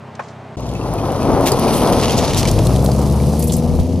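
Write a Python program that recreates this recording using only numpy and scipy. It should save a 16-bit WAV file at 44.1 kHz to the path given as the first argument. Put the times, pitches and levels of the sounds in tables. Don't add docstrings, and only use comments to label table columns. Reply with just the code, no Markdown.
import sys
import numpy as np
from scipy import signal
from scipy.fft import rfft, irfft
from scipy.io import wavfile
from scipy.ndimage import map_coordinates

SR = 44100
rng = np.random.default_rng(int(sys.argv[2]) if len(sys.argv) > 2 else 0)


def output_pcm(signal):
    pcm = np.clip(np.atleast_2d(signal).T, -1, 1) * 32767
    wavfile.write(sys.argv[1], SR, np.round(pcm).astype(np.int16))


N = 176400
T = np.arange(N) / SR
CUT_S, POP_S = .568, .193
SCATTER_SAMPLES = 1.1

# f/Hz, level/dB
WHINE_TONES = [(10497, -87), (11999, -80)]
# multiple of the engine cycle, level/dB
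FAR_EXHAUST_LINES = [(2, -17), (3, -1.5), (4, 1.5), (5, -0.5), (6, -8), (7, -0.5), (8, -11), (13, -4.5)]
NEAR_EXHAUST_LINES = [(3, -28.5), (4, 4.5), (5, -10.5), (6, -17), (7, -3.5), (8, -3), (9, -2), (11, -20.5),
                      (12, -2.5), (13, -12.5), (16, -11), (19, -12.5)]
# f/Hz, level/dB
FAR_WASH_SPECTRUM = [(35, -42), (60, -22), (119, -12), (292, -15.5), (412, -12.5), (449, -16), (689, -10.5),
                     (1370, -20.5), (2190, -27), (9500, -51), (15000, -82)]
POP_SPECTRUM = [(250, -42), (508, -10), (703, -13), (1050, -8.5), (1390, -14), (1720, -16), (3780, -39),
                (5070, -49), (10000, -54)]
FAR_TICK_TIMES = [.151, .284, .305]
# f/Hz, level/dB
GUST_SPECTRUM = [(15, -32), (35, -11), (60, -8), (150, -22), (400, -71)]
RUMBLE_SPECTRUM = [(20, -17), (40, -2.5), (70, -1.5), (105, 0), (170, 1.5), (250, -3.5), (340, -14),
                   (600, -40)]
ROAR_SPECTRUM = [(160, -23.5), (265, 0.5), (350, -3), (458, -1.5), (530, -3.5), (675, -4), (1010, -9),
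                 (1300, -16), (1620, -27), (2860, -38)]
# t/s, level/dB
RUMBLE_FADER = [(.57, -34), (1.17, -27.5), (1.33, -16.5), (1.47, -25), (1.65, -20), (2.1, -18.5),
                (2.5, -19), (2.9, -25.5), (4, -22)]
ROAR_FADER = [(.58, -32), (.8, -26.5), (1.1, -19.5), (1.2, -21), (1.26, -17), (1.35, -11.5), (1.44, -17.5),
              (1.6, -16), (1.95, -16), (2.23, -18), (2.42, -23), (2.65, -25.5), (3.0, -25), (3.35, -29),
              (3.5, -36), (3.68, -25), (4, -46)]
# t/s, f/Hz, level/dB
TREAD_DRONE = [(1.2, 335, -42), (1.39, 293.7, -22.5), (1.5, 255.2, -26.5), (1.62, 221.9, -19.5),
               (1.72, 228, -22.5), (1.82, 240, -24), (2.0, 226, -26.5), (2.22, 226, -36),
               (2.32, 214.7, -60)]
# t/s, crunch level/dB, hiss level/dB
GRIT_FADERS = [(0.6, -45.5, -57), (0.76, -44.5, -50), (1.01, -42, -45.5), (1.48, -37, -39.5),
               (1.64, -31.5, -34), (1.81, -32, -31.5), (2.27, -29, -37), (2.57, -37.5, -40),
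               (2.85, -43, -43.5), (3.42, -44, -43), (3.81, -46.5, -50.5), (3.97, -47.5, -54.5)]
# f/Hz, level/dB
CRUNCH_SPECTRUM = [(900, -20.5), (1700, -5.5), (2900, -0.5), (4500, -1), (6500, -0.5), (8500, -9.5),
                   (14000, -48)]
HISS_SPECTRUM = [(4000, 4), (7800, 2), (9600, 8), (11200, 5.5), (13000, -3), (15500, -12)]
SAND_SPECTRUM = [(2500, -16), (4500, -1.5), (6500, -1), (8500, -4), (13000, -5)]
# t/s, hold/s, level/dB, centre f/Hz, width/octaves
GRIT_SHOWERS = [(1.455, 0.029, -17, 3703, 2.2), (1.516, .005, -23.5, 9000, 0.71),
                (1.72, 0.065, -26.5, 10380, 0.53), (2.024, 0.016, -24, 3164, 0.72),
                (2.167, 0.024, -26.5, 6660, 0.28), (2.361, 0.041, -21, 5260, 1.01),
                (2.47, 0.021, -23.5, 4810, 0.99), (2.648, 0.0073, -30, 6960, 1.1),
                (2.84, .005, -25.5, 11000, 0.47), (3.392, 0.005, -22, 11300, 0.34),
                (3.422, 0.0065, -26.5, 8900, 1.05), (3.439, 0.0033, -23.5, 11100, 0.34),
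                (3.469, 0.014, -25.5, 10000, 0.68), (3.492, 0.011, -34.5, 3650, 0.34),
                (3.518, 0.02, -23, 7600, 0.64), (3.564, .005, -26.5, 10500, 0.45),
                (3.792, 0.011, -35.5, 3650, 1.4)]
# t/s, level/dB, ring f/Hz, T60/s
FLUNG_STONES = [(.752, -27, 2600, 0.1), (0.813, -26, 2697, 0.067), (0.937, -18, 8950, 0.025),
                (0.984, -25, 2493, .06), (1.409, -17, 9940, .012), (1.519, -11.5, 4740, 0.043),
                (1.924, -10, 5940, 0.018), (2.179, -14, 5160, 0.044), (1.595, -9, 10400, 0.012),
                (2.0345, -10, 2930, 0.012), (2.046, -8, 3006, 0.017), (2.056, -8, 2700, 0.0084),
                (2.096, -13, 3167, 0.031), (2.1074, -10, 3310, .01), (2.249, -21, 3500, .015),
                (2.31, -16, 2800, 0.02), (2.3344, -9, 2900, 0.012), (2.346, -7, 3840, 0.016),
                (2.3753, -9, 5530, .01), (2.43, -9, 2860, 0.014), (2.453, -8, 3100, 0.0089),
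                (2.513, -7.5, 7000, 0.0078), (2.589, -12, 3030, 0.012), (2.669, -9, 4230, 0.011),
                (2.762, -13.5, 3800, 0.011), (2.861, -12, 4340, 0.0091), (2.916, -16.5, 4860, .026),
                (3.097, -23, 4000, 0.022)]
# t/s, level/dB
UNDERBODY_HITS = [(0.89, -14), (.939, -17), (2.228, -6.5), (2.594, -8), (2.846, -10), (2.889, -9.5),
                  (2.992, -13), (3.336, -11), (3.47, -31), (3.739, -26), (3.789, -15), (3.934, -22)]
# f/Hz, level/dB
THUD_SPECTRUM = [(300, -1), (650, 7.5), (1100, -9), (1600, -19.5)]
# t/s, firing f/Hz, level/dB
ENGINE_REVS = [(.57, 64.3, -26), (.78, 58.95, -26.5), (1.0, 48.94, -24), (1.3, 42.18, -24),
               (2.25, 43.08, -27), (2.48, 46.2, -16.5), (2.6, 51.5, -14.5), (2.7, 61.56, -15.5),
               (2.8, 65.5, -13.5), (3.0, 68.34, -17), (3.28, 70, -16), (3.43, 76.03, -18),
               (3.62, 78.4, -17), (3.8, 81.77, -20), (4.0, 88.3, -19)]
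# f/Hz, half-width/Hz, added gain
PIPE_RESONANCES = [(113.4, 16.5, 0.82), (163.6, 22, 0.3), (252, 29.5, 0.79), (490, 51, 0.52)]
# f/Hz, level/dB
RASP_SPECTRUM = [(235, -24.5), (330, 2.5), (385, 1), (430, -2.5), (480, 5.5), (550, -3.5), (625, 1),
                 (720, -5), (900, -10), (1230, -21.5), (1550, -40.5)]
# t/s, lag/samples
RIGHT_LAG = [(.6, 3.3), (2.2, 1.53), (2.8, 0.086), (4, 0.18)]


def undb(db):
    return 10 ** (np.asarray(db) / 20)


def unit(x):
    return x / np.sqrt(np.mean(x ** 2) + 1e-18)


def curve(rows, column=1):
    rows = np.array(rows)
    return np.interp(T, rows[:, 0], rows[:, column])


def wander(rate_hz):
    return 1.19 * map_coordinates(rng.standard_normal(1024), [T * rate_hz], order=2, mode="mirror")


def minimum_phase(log_gain):
    cepstrum = irfft(log_gain)
    half = len(cepstrum) // 2
    return np.exp(rfft(np.r_[cepstrum[0], 2 * cepstrum[1:half], np.zeros(half)]))


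def colour(x, spectrum):
    hz, db = np.array(sorted(spectrum)).T
    f = np.maximum(np.fft.rfftfreq(8192, 1 / SR), 1)
    octaves_outside = np.maximum(np.log2(hz[0] / f), 0) + np.maximum(np.log2(f / hz[-1]), 0)
    gain_db = np.interp(np.log(f), np.log(hz), db) - 18 * np.minimum(octaves_outside, 3)
    impulse = irfft(minimum_phase(np.log(undb(gain_db))))
    return unit(signal.fftconvolve(x, impulse[None], axes=1)[:, :x.shape[1]])


def impacts(per_s, spread_db):
    chance, size, side = rng.random(N), rng.standard_normal(N), rng.standard_normal(N)
    at = np.flatnonzero(chance < per_s / SR)
    push = np.sign(rng.standard_normal(N)[at]) * undb(spread_db * np.minimum(size[at], 2.3))
    lag = np.rint(SCATTER_SAMPLES * side[at]).astype(int)
    return np.array([np.bincount(at, push, N), np.bincount(np.clip(at + lag, 0, N - 1), push, N)])


def noise(spectrum, width):
    mid, side = rng.standard_normal((2, N))
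    return colour(np.array([mid + width * side, mid - width * side]), spectrum)


def burst(t, hold, t60):
    return np.clip(t * 1000, 0, 1) * undb(-60 * np.maximum(t - hold, 0) / t60)


def add(out, start_s, x):
    i = int(np.clip(start_s * SR, 0, N - 1))
    out[:, i:i + x.shape[1]] += x[:, :N - i]


def whine():
    return sum(undb(db) * np.sqrt(2) * np.sin(2 * np.pi * hz * T) for hz, db in WHINE_TONES)


def far_car():
    tone, _ = exhaust(firing_hz=130.3 - 7.5 * T, orders=FAR_EXHAUST_LINES)
    wash = noise(FAR_WASH_SPECTRUM, width=.17)
    ticks = undb(-40.5) * sum(burst(T - at, 0, t60=.052) / (1 + k) for k, at in enumerate(FAR_TICK_TIMES))
    spray = undb(-51.5) * burst(T - POP_S, hold=.063, t60=.44)
    grit = colour(impacts(per_s=3900, spread_db=4), CRUNCH_SPECTRUM)
    return undb(-38) * (unit(tone) + wash) + grit * (ticks + spray)


def exhaust_pop(ring_hz=1075, hold_s=.0062):
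    t = T - POP_S
    ring = undb(-5) * np.sin(2 * np.pi * ring_hz * T) * burst(t, hold_s, t60=.083)
    bang = noise(POP_SPECTRUM, width=.54) * burst(t, hold_s, t60=.055)
    echo = undb(-14.5) * noise(POP_SPECTRUM, width=.4) * burst(t, 0, t60=.29)
    return undb(-21) * (ring + bang + echo)


def wake(peak_s=3.78, swell_s=.068):
    return undb(-14.5) * noise(GUST_SPECTRUM, width=.89) * np.exp(-((T - peak_s) / swell_s) ** 2)


def settling_sand(peak_s=3.01, swell_s=.83):
    grains = colour(impacts(per_s=1100, spread_db=4.5), SAND_SPECTRUM)
    return undb(-37.5) * grains * np.exp(-((T - peak_s) / swell_s) ** 2)


def stone(hz, t60, full_ring_s=.032, crack_s=.0024):
    t = T[:4096]
    roughness = .055 * hz / 4000 * np.cumsum(rng.standard_normal(len(t)))
    tone = np.sin(2 * np.pi * hz * t + roughness)
    ring = .59 * min(t60 / full_ring_s, 1) * tone * undb(-60 * t / t60)
    band = signal.butter(2, [hz * .65, min(hz * 2.6, 15000)], "band", fs=SR, output="sos")
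    crack = .37 * unit(signal.sosfilt(band, rng.standard_normal(len(t)))) * np.exp(-t / crack_s)
    snap = .46 * tone * np.exp(-hz * t)
    hit = np.pad(snap + crack + ring, 16)
    return np.array([hit, np.roll(hit, round(SCATTER_SAMPLES * rng.standard_normal()))])


def gravel(pebbles_per_s=190, low_hz=2247, high_hz=7970, ring_cycles=70):
    contacts = impacts(per_s=5000, spread_db=1.5) * undb(.99 * wander(60))
    pebbles = np.zeros((2, N))
    for when, pitch, size in rng.random((1500, 3))[:int(pebbles_per_s * N / SR)]:
        hz = low_hz * (high_hz / low_hz) ** pitch
        add(pebbles, when * N / SR, undb(20 * size ** 3) * stone(hz, ring_cycles / hz))
    crunch = undb(3) * colour(contacts, CRUNCH_SPECTRUM) + undb(-3.5) * unit(pebbles)
    hiss = undb(4) * colour(contacts, HISS_SPECTRUM)
    return crunch * undb(curve(GRIT_FADERS)) + hiss * undb(curve(GRIT_FADERS, column=2))


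def thrown_grit():
    out, t = np.zeros((2, N)), T[:SR // 4]
    grit = impacts(per_s=6000, spread_db=6)
    for at, hold, db, hz, octaves in GRIT_SHOWERS:
        spectrum = [(hz * 2 ** (widths * octaves), drop_db)
                    for widths, drop_db in [(-4, -32), (-1, -6), (0, 0), (1, -7), (3, -28)]]
        envelope = burst(t, hold, t60=.084) * np.minimum(t / (.25 * hold), 1)
        i = min(int(at * SR), N - len(t))
        add(out, at, undb(db) * colour(grit[:, i:i + len(t)], spectrum) * envelope)
    for at, db, hz, t60 in FLUNG_STONES:
        add(out, at, undb(db) * stone(hz, t60))
    return out


def underbody_knocks():
    out, t = np.zeros((2, N)), T[:8192]
    for at, db in UNDERBODY_HITS:
        rattle = .026 * rng.standard_normal((1, len(t))) * burst(t, 0, t60=.14)
        thud = colour((t == 0) + rattle, THUD_SPECTRUM)
        add(out, at, undb(db) * thud / np.abs(thud).max())
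    return out


def tread(wobble=.012, flutter_db=2):
    phase = 2 * np.pi * np.cumsum(curve(TREAD_DRONE) * (1 + wobble * wander(40))) / SR
    tone = unit(np.sin(phase) + undb(-7) * np.sin(2 * phase))
    braking = (T > TREAD_DRONE[0][0]) & (T < TREAD_DRONE[-1][0])
    return braking * tone * undb(curve(TREAD_DRONE, column=2) + flutter_db * wander(40))


def tyres(leaving_s=2.87, dull_hz=705):
    rumble = noise(RUMBLE_SPECTRUM, width=.28) * undb(curve(RUMBLE_FADER))
    churn = colour(impacts(per_s=2800, spread_db=4), ROAR_SPECTRUM)
    roar = churn + undb(-16.5) * noise(ROAR_SPECTRUM, width=.31)
    dull = signal.sosfilt(signal.butter(1, dull_hz, fs=SR, output="sos"), roar)
    away = np.clip((T - leaving_s) / 1.2, 0, 1)
    return rumble + (roar + away * (dull - roar)) * undb(curve(ROAR_FADER) + 1.2 * wander(34.67))


def exhaust(firing_hz, orders, wobble=.0035, flutter_db=1.2, cycle_start_s=2.978, bass_edge_hz=59.4):
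    cycle_hz = firing_hz * (1 + wobble * wander(14)) / 4
    cycles = np.cumsum(cycle_hz) / SR
    cycles -= np.interp(cycle_start_s, T, cycles)
    gains = np.full(129, .03)
    for k, db in orders:
        gains[k] = undb(db)
    response, tone = minimum_phase(np.log(gains)), 0
    for k, _ in orders:
        line_hz = k * cycle_hz
        pipe = 1 + sum(boost / (1 + ((line_hz - hz) / width) ** 2) for hz, width, boost in PIPE_RESONANCES)
        pipe /= np.sqrt(1 + (bass_edge_hz / line_hz) ** 6)
        line = np.real(response[k] * np.exp(2j * np.pi * k * cycles))
        tone -= pipe * undb(flutter_db * wander(15)) * line
    return tone / np.sqrt(np.sum(gains ** 2) / 2), cycles


def engine(puff_decay=.6, growl_share=.67, rasp_db=-8.5, forest_db=-23):
    tone, cycles = exhaust(curve(ENGINE_REVS), NEAR_EXHAUST_LINES)
    since_firing = 4 * cycles % 1
    puff = np.exp(-since_firing / puff_decay)
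    cycle_noise = map_coordinates(rng.standard_normal(160), [cycles % 1 * 160], mode="grid-wrap")
    growl = colour((puff * cycle_noise)[None], RASP_SPECTRUM)
    gas = colour((puff * rng.standard_normal(N))[None], RASP_SPECTRUM)
    rasp = np.sqrt(growl_share) * growl + np.sqrt(1 - growl_share) * gas
    direct = (tone + undb(rasp_db) * rasp) * undb(curve(ENGINE_REVS, column=2))
    trees = rng.standard_normal((2, SR // 2)) * burst(T[:SR // 2] - .02, 0, t60=.45)
    echo = signal.fftconvolve(direct, trees / np.sqrt(np.sum(trees ** 2) / 2), axes=1)[:, :N]
    return direct + undb(forest_db) * echo


def scene(lean_db=2.5, lean_below_hz=1800, gap_s=.008):
    near = engine() + tyres() + tread() + wake() + gravel()
    near += thrown_grit() + settling_sand() + underbody_knocks()
    balance_db = lean_db / (1 + (np.fft.rfftfreq(N, 1 / SR) / lean_below_hz) ** 4)
    left, right = irfft(rfft(near) * undb(np.array([balance_db, -balance_db]) / 2), N)
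    right = map_coordinates(right, [T * SR - curve(RIGHT_LAG)], order=5, mode="nearest")
    far = far_car() + exhaust_pop() + whine()
    return far * (T < CUT_S - gap_s) + np.array([left, right]) * np.clip((T - CUT_S) / .003, 0, 1)


def record(dry, soften_hz=13700, top_hz=15300):
    soft = signal.sosfilt(signal.butter(2, soften_hz, fs=SR, output="sos"), dry)
    return signal.sosfilt(signal.ellip(8, .2, 70, top_hz, fs=SR, output="sos"), np.clip(soft, -1, 1))


dry = scene()
out = record(dry)
output_pcm(out)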